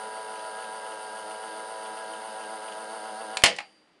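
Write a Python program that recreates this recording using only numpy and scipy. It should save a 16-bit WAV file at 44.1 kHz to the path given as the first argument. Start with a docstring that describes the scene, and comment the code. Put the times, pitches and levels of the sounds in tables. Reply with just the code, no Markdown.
"""A video-tape rewinder whirs on a table, then stops with a loud plastic clack.
A small brush motor turns a belt pulley; the uneven reel tugs its speed up and down.
The tape hisses and ticks in its shell. The stop key clicks, the motor cuts out, the holder
springs up and bumps against its stop, and a spring rings faintly in the room."""
import sys
import numpy as np
from scipy import signal
from scipy.fft import rfft, irfft
from scipy.io import wavfile

SR = 44100
rng = np.random.default_rng(int(sys.argv[2]) if len(sys.argv) > 2 else 0)


def master(y):
    """Save y as 16-bit WAV."""
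    cut = np.clip(np.atleast_2d(y).T, -1, 1)
    pcm = np.round(cut * 32767)  # scale
    wavfile.write(sys.argv[1], SR, pcm.astype(np.int16))


N = 176400
T = np.arange(N) / SR
STOP_S, POP_S = 3.385, 3.437
PULLEY_RATIO = .2592
LN_1000 = np.log(1000)  # t60 over time constant

# Room noise. Each row: frequency in Hz, relative density in dB.
FLOOR_SPECTRUM = [(30, -13), (110, -12.5), (200, 2.5), (450, 3.5), (800, -1), (2000, -4.5), (4400, -11.5),
                  (6000, -19.5), (8000, -25), (9000, -23), (11500, -40.5)]
# Room decay. Each row: frequency in Hz, t60 in seconds.
ROOM_DECAY = [(150, 0.42), (800, 0.25), (2500, 0.19), (6000, 0.2), (10000, 0.097)]
# Motor speed. Each row: time in seconds, mean in Hz, swings twice and once per reel turn in Hz.
MOTOR_SPEED = [(0, 108.65, .55, .16), (.7, 108.8, 1.1, .34), (1.2, 107.85, 1.1, .84),
               (1.7, 109.03, .75, .6), (2.2, 108.85, 1.3, .47), (2.7, 108.44, 1.9, -.28),
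               (3.35, 108.84, 2.2, -.67)]
# Reel speed. Each row: time in seconds, turns per second.
REEL_SPEED = [(0, 3.37), (1.7, 3.72), (3.35, 3.64)]
# Bearing whistles. Each row: pitch in Hz, level in dB, swell in dB as the load eases.
BEARING_WHISTLES = [(3910, -67, -1), (4220, -69, -0.5), (4587, -61.5, 1.5)]
# Cassette shell. Each row: frequency in Hz, relative level in dB, t60 in seconds.
CASSETTE_MODES = [(2054, -1, 0.033), (2693, -5, 0.044), (2970, 0, 0.034), (3385, -2, .024)]
# Tape ticks. Each row: start in seconds, level in dB.
TAPE_TICKS = [(.357, -47), (.392, -45), (.624, -47.5), (.641, -45), (.919, -46.5), (1.309, -46),
              (1.479, -47.5), (1.857, -45.5), (1.973, -49), (2.134, -46), (2.406, -46), (2.437, -44),
              (2.684, -44.5), (2.722, -43.5)]
# Tick colour. Each row: frequency in Hz, relative density in dB.
TICK_SPECTRUM = [(500, -21), (2200, -4), (3000, 7.5), (3800, -9.5), (7000, -13), (11000, -28), (14000, -71)]
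# Brush squeaks. Each row: pitch in Hz, width in Hz, level in dB, swell in dB and bend in Hz as the
# load eases, throb depths once and three times per turn, position in turns.
BRUSH_SQUEAKS = [(8340, 270, -60.5, 3, 10, .8, .35, .45), (9190, 480, -51.8, 1, 48, .55, .3, 0),
                 (10720, 200, -65, 2.5, 20, .6, .2, .2)]
# Friction heard through the case. Each row: frequency in Hz, relative density in dB.
WHIR_SPECTRUM = [(40, -41), (100, -39.5), (140, -26.5), (200, -8.5), (265, -16), (370, -13.5), (480, 3),
                 (620, 0), (800, -2.5), (1050, -2), (1150, -7), (1450, -4), (1630, -6), (1740, -10),
                 (2400, -19), (3000, -13), (4000, -15), (4950, -15), (5500, -22.5), (6300, -19.5),
                 (7000, -23.5), (7900, -25.5), (9000, -28), (10600, -11), (11200, -27), (11900, -41),
                 (13300, -47.5), (14000, -64)]
# Pulley tones. Each row: multiple of pulley speed, level in dB.
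PULLEY_HARMONICS = [(17, -58), (19, -63.5), (22, -58.5), (25, -70), (32, -62), (45, -59.5)]
# Motor tones. Each row: multiple of motor speed, mid-run level in dB, swell in dB as the load eases,
# trend in dB per second, waver in dB.
MOTOR_HARMONICS = [(1, -81.5, -2.5, -1, 2), (2, -64.5, -1, 2, 3), (3, -62, -1, 2.5, 3.5),
                   (4, -52, 0.3, -1, 1.6), (5, -55, -4, 0.5, 2), (6, -49.5, 2.5, 1.3, 2.55),
                   (7, -46.5, 1.5, 1.2, 1.9), (8, -47.5, 1.5, -0.3, 0.6), (10, -61.5, 8, 2, 0.5),
                   (12, -57, 2.7, -0.7, 1.6), (13, -54.5, 4.5, -0.3, 1), (15, -52.5, -2.5, -0.7, 2.5)]
# Spring's beating pair. Each row: frequency in Hz, level in dB, t60 in seconds.
SPRING_PAIR = [(4727, -47.5, 1.05), (4732.7, -57, 1.05)]
# Spring's fainter modes. Each row: frequency in Hz, level in dB, t60 in seconds.
SPRING_FAINT_MODES = [(3000, -61, 1.3), (310, -67, 4.3)]
# Table under the pop. 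Each row: frequency in Hz, level in dB, t60 in seconds.
THUMP_MODES = [(112, -39, .11), (208, -39, .24), (318, -36, .32)]
# Plastic contacts. Each row: start in seconds, level in dB, decay in seconds, low and high edge in Hz.
CONTACTS = [(3.3706, -18.5, .0035, 2176, 9000), (3.3734, -28, .0025, 1803, 6980),
            (3.421, -30, .003, 500, 5000), (3.437, 2, 0.0037, 112.4, 9030), (3.4429, -15, .012, 400, 8010),
            (3.454, -33, .014, 500, 8980), (3.4593, -15.5, .011, 1000, 12000),
            (3.4825, -30.5, 0.011, 296, 7040), (3.5635, -38.5, 0.0071, 3500, 11000),
            (3.584, -31.5, 0.0069, 980, 2000), (3.5864, -26.5, 0.0055, 450, 3000),
            (3.6037, -31, 0.006, 503, 1700)]
# Contact colour. Each row: frequency in Hz, relative density in dB.
CONTACT_SPECTRUM = [(30, -21), (150, -9.5), (300, -12), (520, 2), (900, 4.5), (1400, 2), (2400, 7.5),
                    (3300, 2.5), (4500, 2), (6200, -3), (7900, -4.5), (9200, -1.5), (10400, -4.5),
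                    (11500, -34.5), (12500, -42), (16000, -52)]
# Rewinder case. Each row: frequency in Hz, relative level in dB, t60 in seconds.
HOUSING_MODES = [(498, -8.5, .22), (586, -1.5, 0.31), (822, -2.5, 0.24), (903, 1, 0.16), (1690, -6, 0.17),
                 (1940, -6.5, 0.36), (2140, -7.5, .2), (2205, 2, .18), (2445, 1.5, 0.18),
                 (2548, -4.5, 0.12), (2610, -16, 0.15), (2910, -2, 0.12), (3390, -9, .2),
                 (4320, -5.5, 0.14)]


def from_db(db):
    """Decibels to gain."""
    return 10 ** (np.asarray(db) / 20)


def unit_rms(x):
    """Scale to rms 1."""
    return x / np.sqrt(np.mean(x ** 2) + 1e-20)


def in_time(rows):
    """Curve columns at every sample."""
    times_s, *columns = np.transpose(rows)
    return [np.interp(T, times_s, column) for column in columns]


def at_hz(points, hz):
    """Interpolate on a log-frequency axis."""
    points_hz, values = np.transpose(points)
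    return np.interp(np.log(np.maximum(hz, 1)), np.log(points_hz), values)


def minimum_phase(spectrum):
    """Causal frequency response with unit power gain."""
    gain = unit_rms(from_db(at_hz(spectrum, np.fft.rfftfreq(N, 1 / SR))))
    cepstrum = irfft(np.log(gain), N)
    causal_fold = 1 + np.sign(T) * np.sign(T[N // 2] - T)
    return np.exp(rfft(cepstrum * causal_fold))


def coloured(x, spectrum):
    """Filter by a spectrum."""
    return irfft(rfft(x) * minimum_phase(spectrum), N)


def band(x, low_hz, high_hz, order=2):
    """Butterworth band-pass."""
    return signal.sosfilt(signal.butter(order, [low_hz, high_hz], "band", fs=SR, output="sos"), x)


def drift(corner_hz):
    """Slow noise, rms 1."""
    hz = np.fft.rfftfreq(N, 1 / SR)
    return unit_rms(irfft(rfft(rng.standard_normal(N)) * (hz > 0) / (1 + (hz / corner_hz) ** 2), N))


def dying(start_s, decay_s):
    """Sudden start, exponential fall."""
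    return (T >= start_s) * np.exp(-np.minimum(np.abs(T - start_s) / decay_s, 60))


def ringing(modes, start_s):
    """Decaying sines struck together."""
    return sum(from_db(db) * dying(start_s, t60_s / LN_1000) * np.sin(2 * np.pi * hz * (T - start_s))
               for hz, db, t60_s in modes)


def room_noise():
    """Steady, quiet background."""
    return from_db(-65) * coloured(rng.standard_normal(N), FLOOR_SPECTRUM)


def reverb(x, level_db=-13.5, build_s=.0095, late_db=-38, late_t60_s=.95):
    """Reflections build up, die band by band and leave a faint tail."""
    edges_hz = np.geomspace(130, 15000, num=12)
    late = from_db(late_db) * dying(0, late_t60_s / LN_1000)
    response = 0
    for low_hz, high_hz in zip(edges_hz, edges_hz[1:]):
        early = dying(0, at_hz(ROOM_DECAY, np.sqrt(low_hz * high_hz)) / LN_1000)
        response += band(rng.standard_normal(N), low_hz, high_hz) * (early + late)
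    response *= 1 - dying(0, build_s)
    return from_db(level_db) * signal.fftconvolve(x, unit_rms(response) / np.sqrt(N))[:N]


def rotation():
    """The reel loads the motor once and twice per turn; ease runs from -1 (loaded) to 1 (light)."""
    mean_hz, twice_hz, once_hz = in_time(MOTOR_SPEED)
    reel_rad = 2 * np.pi * np.cumsum(in_time(REEL_SPEED)[0]) / SR - .6
    ease = np.cos(2 * reel_rad)
    speed_hz = mean_hz + twice_hz * ease + once_hz * np.cos(reel_rad) + .15 * drift(12)
    excess_hz = np.minimum(speed_hz - mean_hz, 1.1)  # caps the level rise with speed
    shaft_rad = 2 * np.pi * np.cumsum(speed_hz) / SR
    return speed_hz, excess_hz, ease, shaft_rad


def bearings(ease, bend=.003, waver_db=1.8):
    """Thin whistles come and go with the load."""
    out = 0
    for hz, db, swell_db in BEARING_WHISTLES:
        gain = from_db(db + swell_db * ease + waver_db * drift(9))
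        phase_rad = 2 * np.pi * hz * np.cumsum(1 + bend * ease) / SR + drift(12)
        out += gain * np.sqrt(2) * np.cos(phase_rad)
    return out


def hub_rattle(ease, taps_per_s=130, level_db=-58):
    """Loose hubs tap the cassette shell, more often as the load eases."""
    taps = rng.random(N) < taps_per_s * (1 + ease / 2) / SR
    out = 0
    for mode in CASSETTE_MODES:
        strengths = taps * rng.uniform(-1.24, 1, N)
        out += signal.fftconvolve(strengths, ringing([mode], 0)[:SR // 10])[:N]
    return from_db(level_db) * unit_rms(out)


def tape_ticks(decay_s=.011):
    """Short, soft scuffs of the tape pack."""
    envelope = sum(from_db(db) * dying(start_s, decay_s) for start_s, db in TAPE_TICKS)
    return coloured(envelope * rng.standard_normal(N), TICK_SPECTRUM)


def brushes(ease, shaft_rad, squeak_share=.72, jitter_rad=1.2):
    """Brushes squeak and scrape on each turn, bending and swelling as the load eases."""
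    nominal_hz = MOTOR_SPEED[0][1]
    out = 0
    for hz, width_hz, db, swell_db, bend_hz, once, thrice, position in BRUSH_SQUEAKS:
        turn_rad = 2 * np.pi * ((shaft_rad / (2 * np.pi) - position + .5) % 1 - .5)
        pitch_hz = hz + bend_hz * (ease + .4 * drift(6))
        squeak = np.sqrt(2) * np.cos(pitch_hz / nominal_hz * turn_rad + jitter_rad * drift(35))
        grit = unit_rms(band(rng.standard_normal(N), hz - width_hz / 2, hz + width_hz / 2))
        burst = np.exp(once * np.cos(turn_rad) + thrice * np.cos(3 * turn_rad))
        scrape = np.sqrt(squeak_share) * squeak + np.sqrt(1 - squeak_share) * grit
        scrape = band(scrape * burst, hz - width_hz, hz + width_hz)
        out += from_db(db + swell_db * ease + .15 * drift(3.3)) * unit_rms(scrape)
    return out


def rubbing(angle_rad, points):
    """A rough surface passes again on every turn."""
    position = angle_rad / (2 * np.pi) % 1 * points
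    return unit_rms(np.interp(position, np.arange(points), rng.standard_normal(points), period=points))


def walls(x, decay_s=.009, share=.12):
    """Dense, short resonances of the plastic walls."""
    ring = band(rng.standard_normal(N), 2100, 14000, order=1) * dying(0, decay_s)
    rung = signal.fftconvolve(x, unit_rms(ring) / np.sqrt(N))[:N]
    return unit_rms(np.sqrt(1 - share) * x + np.sqrt(share) * rung)


def whir(excess_hz, shaft_rad, repeat=.43, level_db=-45, db_per_hz=.2):
    """Bearings, belt and tape rub: part repeating, part fresh, throbbing with shaft and pulley."""
    pulley_rad = PULLEY_RATIO * shaft_rad
    surface = band(rubbing(shaft_rad, points=400), 1100, 8300)
    surface += band(rubbing(pulley_rad, points=1560), 840, 12000, order=1)
    friction = np.sqrt(repeat / 2) * surface + np.sqrt(1 - repeat) * rng.standard_normal(N)
    shaft_pulse = sum(np.cos(k * shaft_rad) for k in (1, 2, 4))
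    throb = np.exp(.0435 * shaft_pulse + .092 * np.cos(2 * pulley_rad))
    gain = from_db(level_db + db_per_hz * excess_hz)
    return gain * unit_rms(coloured(walls(friction) * throb, WHIR_SPECTRUM))


def pulley(excess_hz, shaft_rad, db_per_hz=1.3, waver_db=3.5):
    """Belt pulley harmonics swell with speed."""
    out = 0
    for k, db in PULLEY_HARMONICS:
        gain = from_db(db + db_per_hz * excess_hz + waver_db * drift(5))
        out += gain * np.cos(k * PULLEY_RATIO * shaft_rad + 2 * np.pi * rng.random())
    return np.sqrt(2) * out


def motor(ease, shaft_rad):
    """Shaft harmonics swell and fade with the load."""
    out = 0
    for k, db, swell_db, db_per_s, waver_db in MOTOR_HARMONICS:
        gain = from_db(db + swell_db * ease + db_per_s * (T - STOP_S / 2) + waver_db * drift(11))
        out += gain * np.cos(k * shaft_rad + 2 * np.pi * rng.random())
    return np.sqrt(2) * out


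def case_singing(speed_hz, shaft_rad, centre_hz=980, width_hz=27, peak_db=-42, db_per_s=-.65):
    """The ninth harmonic slides in and out of a narrow case resonance."""
    detuning = 2 * (9 * speed_hz - centre_hz) / width_hz
    tone = np.real(np.exp(9j * shaft_rad) / (1 + 1j * detuning))
    return np.sqrt(2) * from_db(peak_db + db_per_s * T) * tone


def spring(shimmer_db=-62, shimmer_t60_s=1.15):
    """The released spring rings: a beating note and a shimmer of close modes."""
    shimmer = unit_rms(band(rng.standard_normal(N), 8500, 9900)) * dying(POP_S, shimmer_t60_s / LN_1000)
    return ringing(SPRING_PAIR + SPRING_FAINT_MODES, POP_S) + from_db(shimmer_db) * shimmer


def knocks(case_db=-27):
    """Key, latch and holder: each contact is a plastic crack that rings the case."""
    cracks, blows = np.zeros(N), np.zeros(N)
    plastic_impulse = irfft(minimum_phase(CONTACT_SPECTRUM), N)[:SR // 10]
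    for start_s, db, decay_s, low_hz, high_hz in CONTACTS:
        band_gain = np.linalg.norm(band(plastic_impulse, low_hz, high_hz, order=1))
        grains = rng.choice([-1, 1], N) * dying(start_s, decay_s)
        cracks += from_db(db) / band_gain * band(grains, low_hz, high_hz, order=1)
        blows[int(start_s * SR)] += from_db(db)
    case_ring = signal.fftconvolve(blows, ringing(HOUSING_MODES, 0))[:N]
    return coloured(cracks, CONTACT_SPECTRUM) + from_db(case_db) * case_ring


def scene(fade_s=.06):
    """The motor runs until the key is pressed; the holder pops up and thumps the table."""
    speed_hz, excess_hz, ease, shaft_rad = rotation()
    running = np.exp(-np.maximum(T - STOP_S, 0) / fade_s)
    tones = motor(ease, shaft_rad) + pulley(excess_hz, shaft_rad) + case_singing(speed_hz, shaft_rad)
    friction = brushes(ease, shaft_rad) + bearings(ease) + whir(excess_hz, shaft_rad)
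    drive = running * (tones + friction + hub_rattle(ease)) + tape_ticks()
    clack = knocks() + ringing(THUMP_MODES, POP_S)
    return (room_noise() + drive + clack + reverb(clack) + spring())[None]


def record(dry, clip_level=.54, dull_hz=12000, stopband_hz=16800):
    """The clack overloads the input; the top is dulled and cut."""
    clipped = np.clip(dry, -clip_level, clip_level)
    dulled = signal.sosfilt(signal.butter(4, dull_hz, fs=SR, output="sos"), clipped)
    return signal.sosfilt(signal.cheby2(12, 70, stopband_hz, fs=SR, output="sos"), dulled)


dry = scene()
out = record(dry)
master(out)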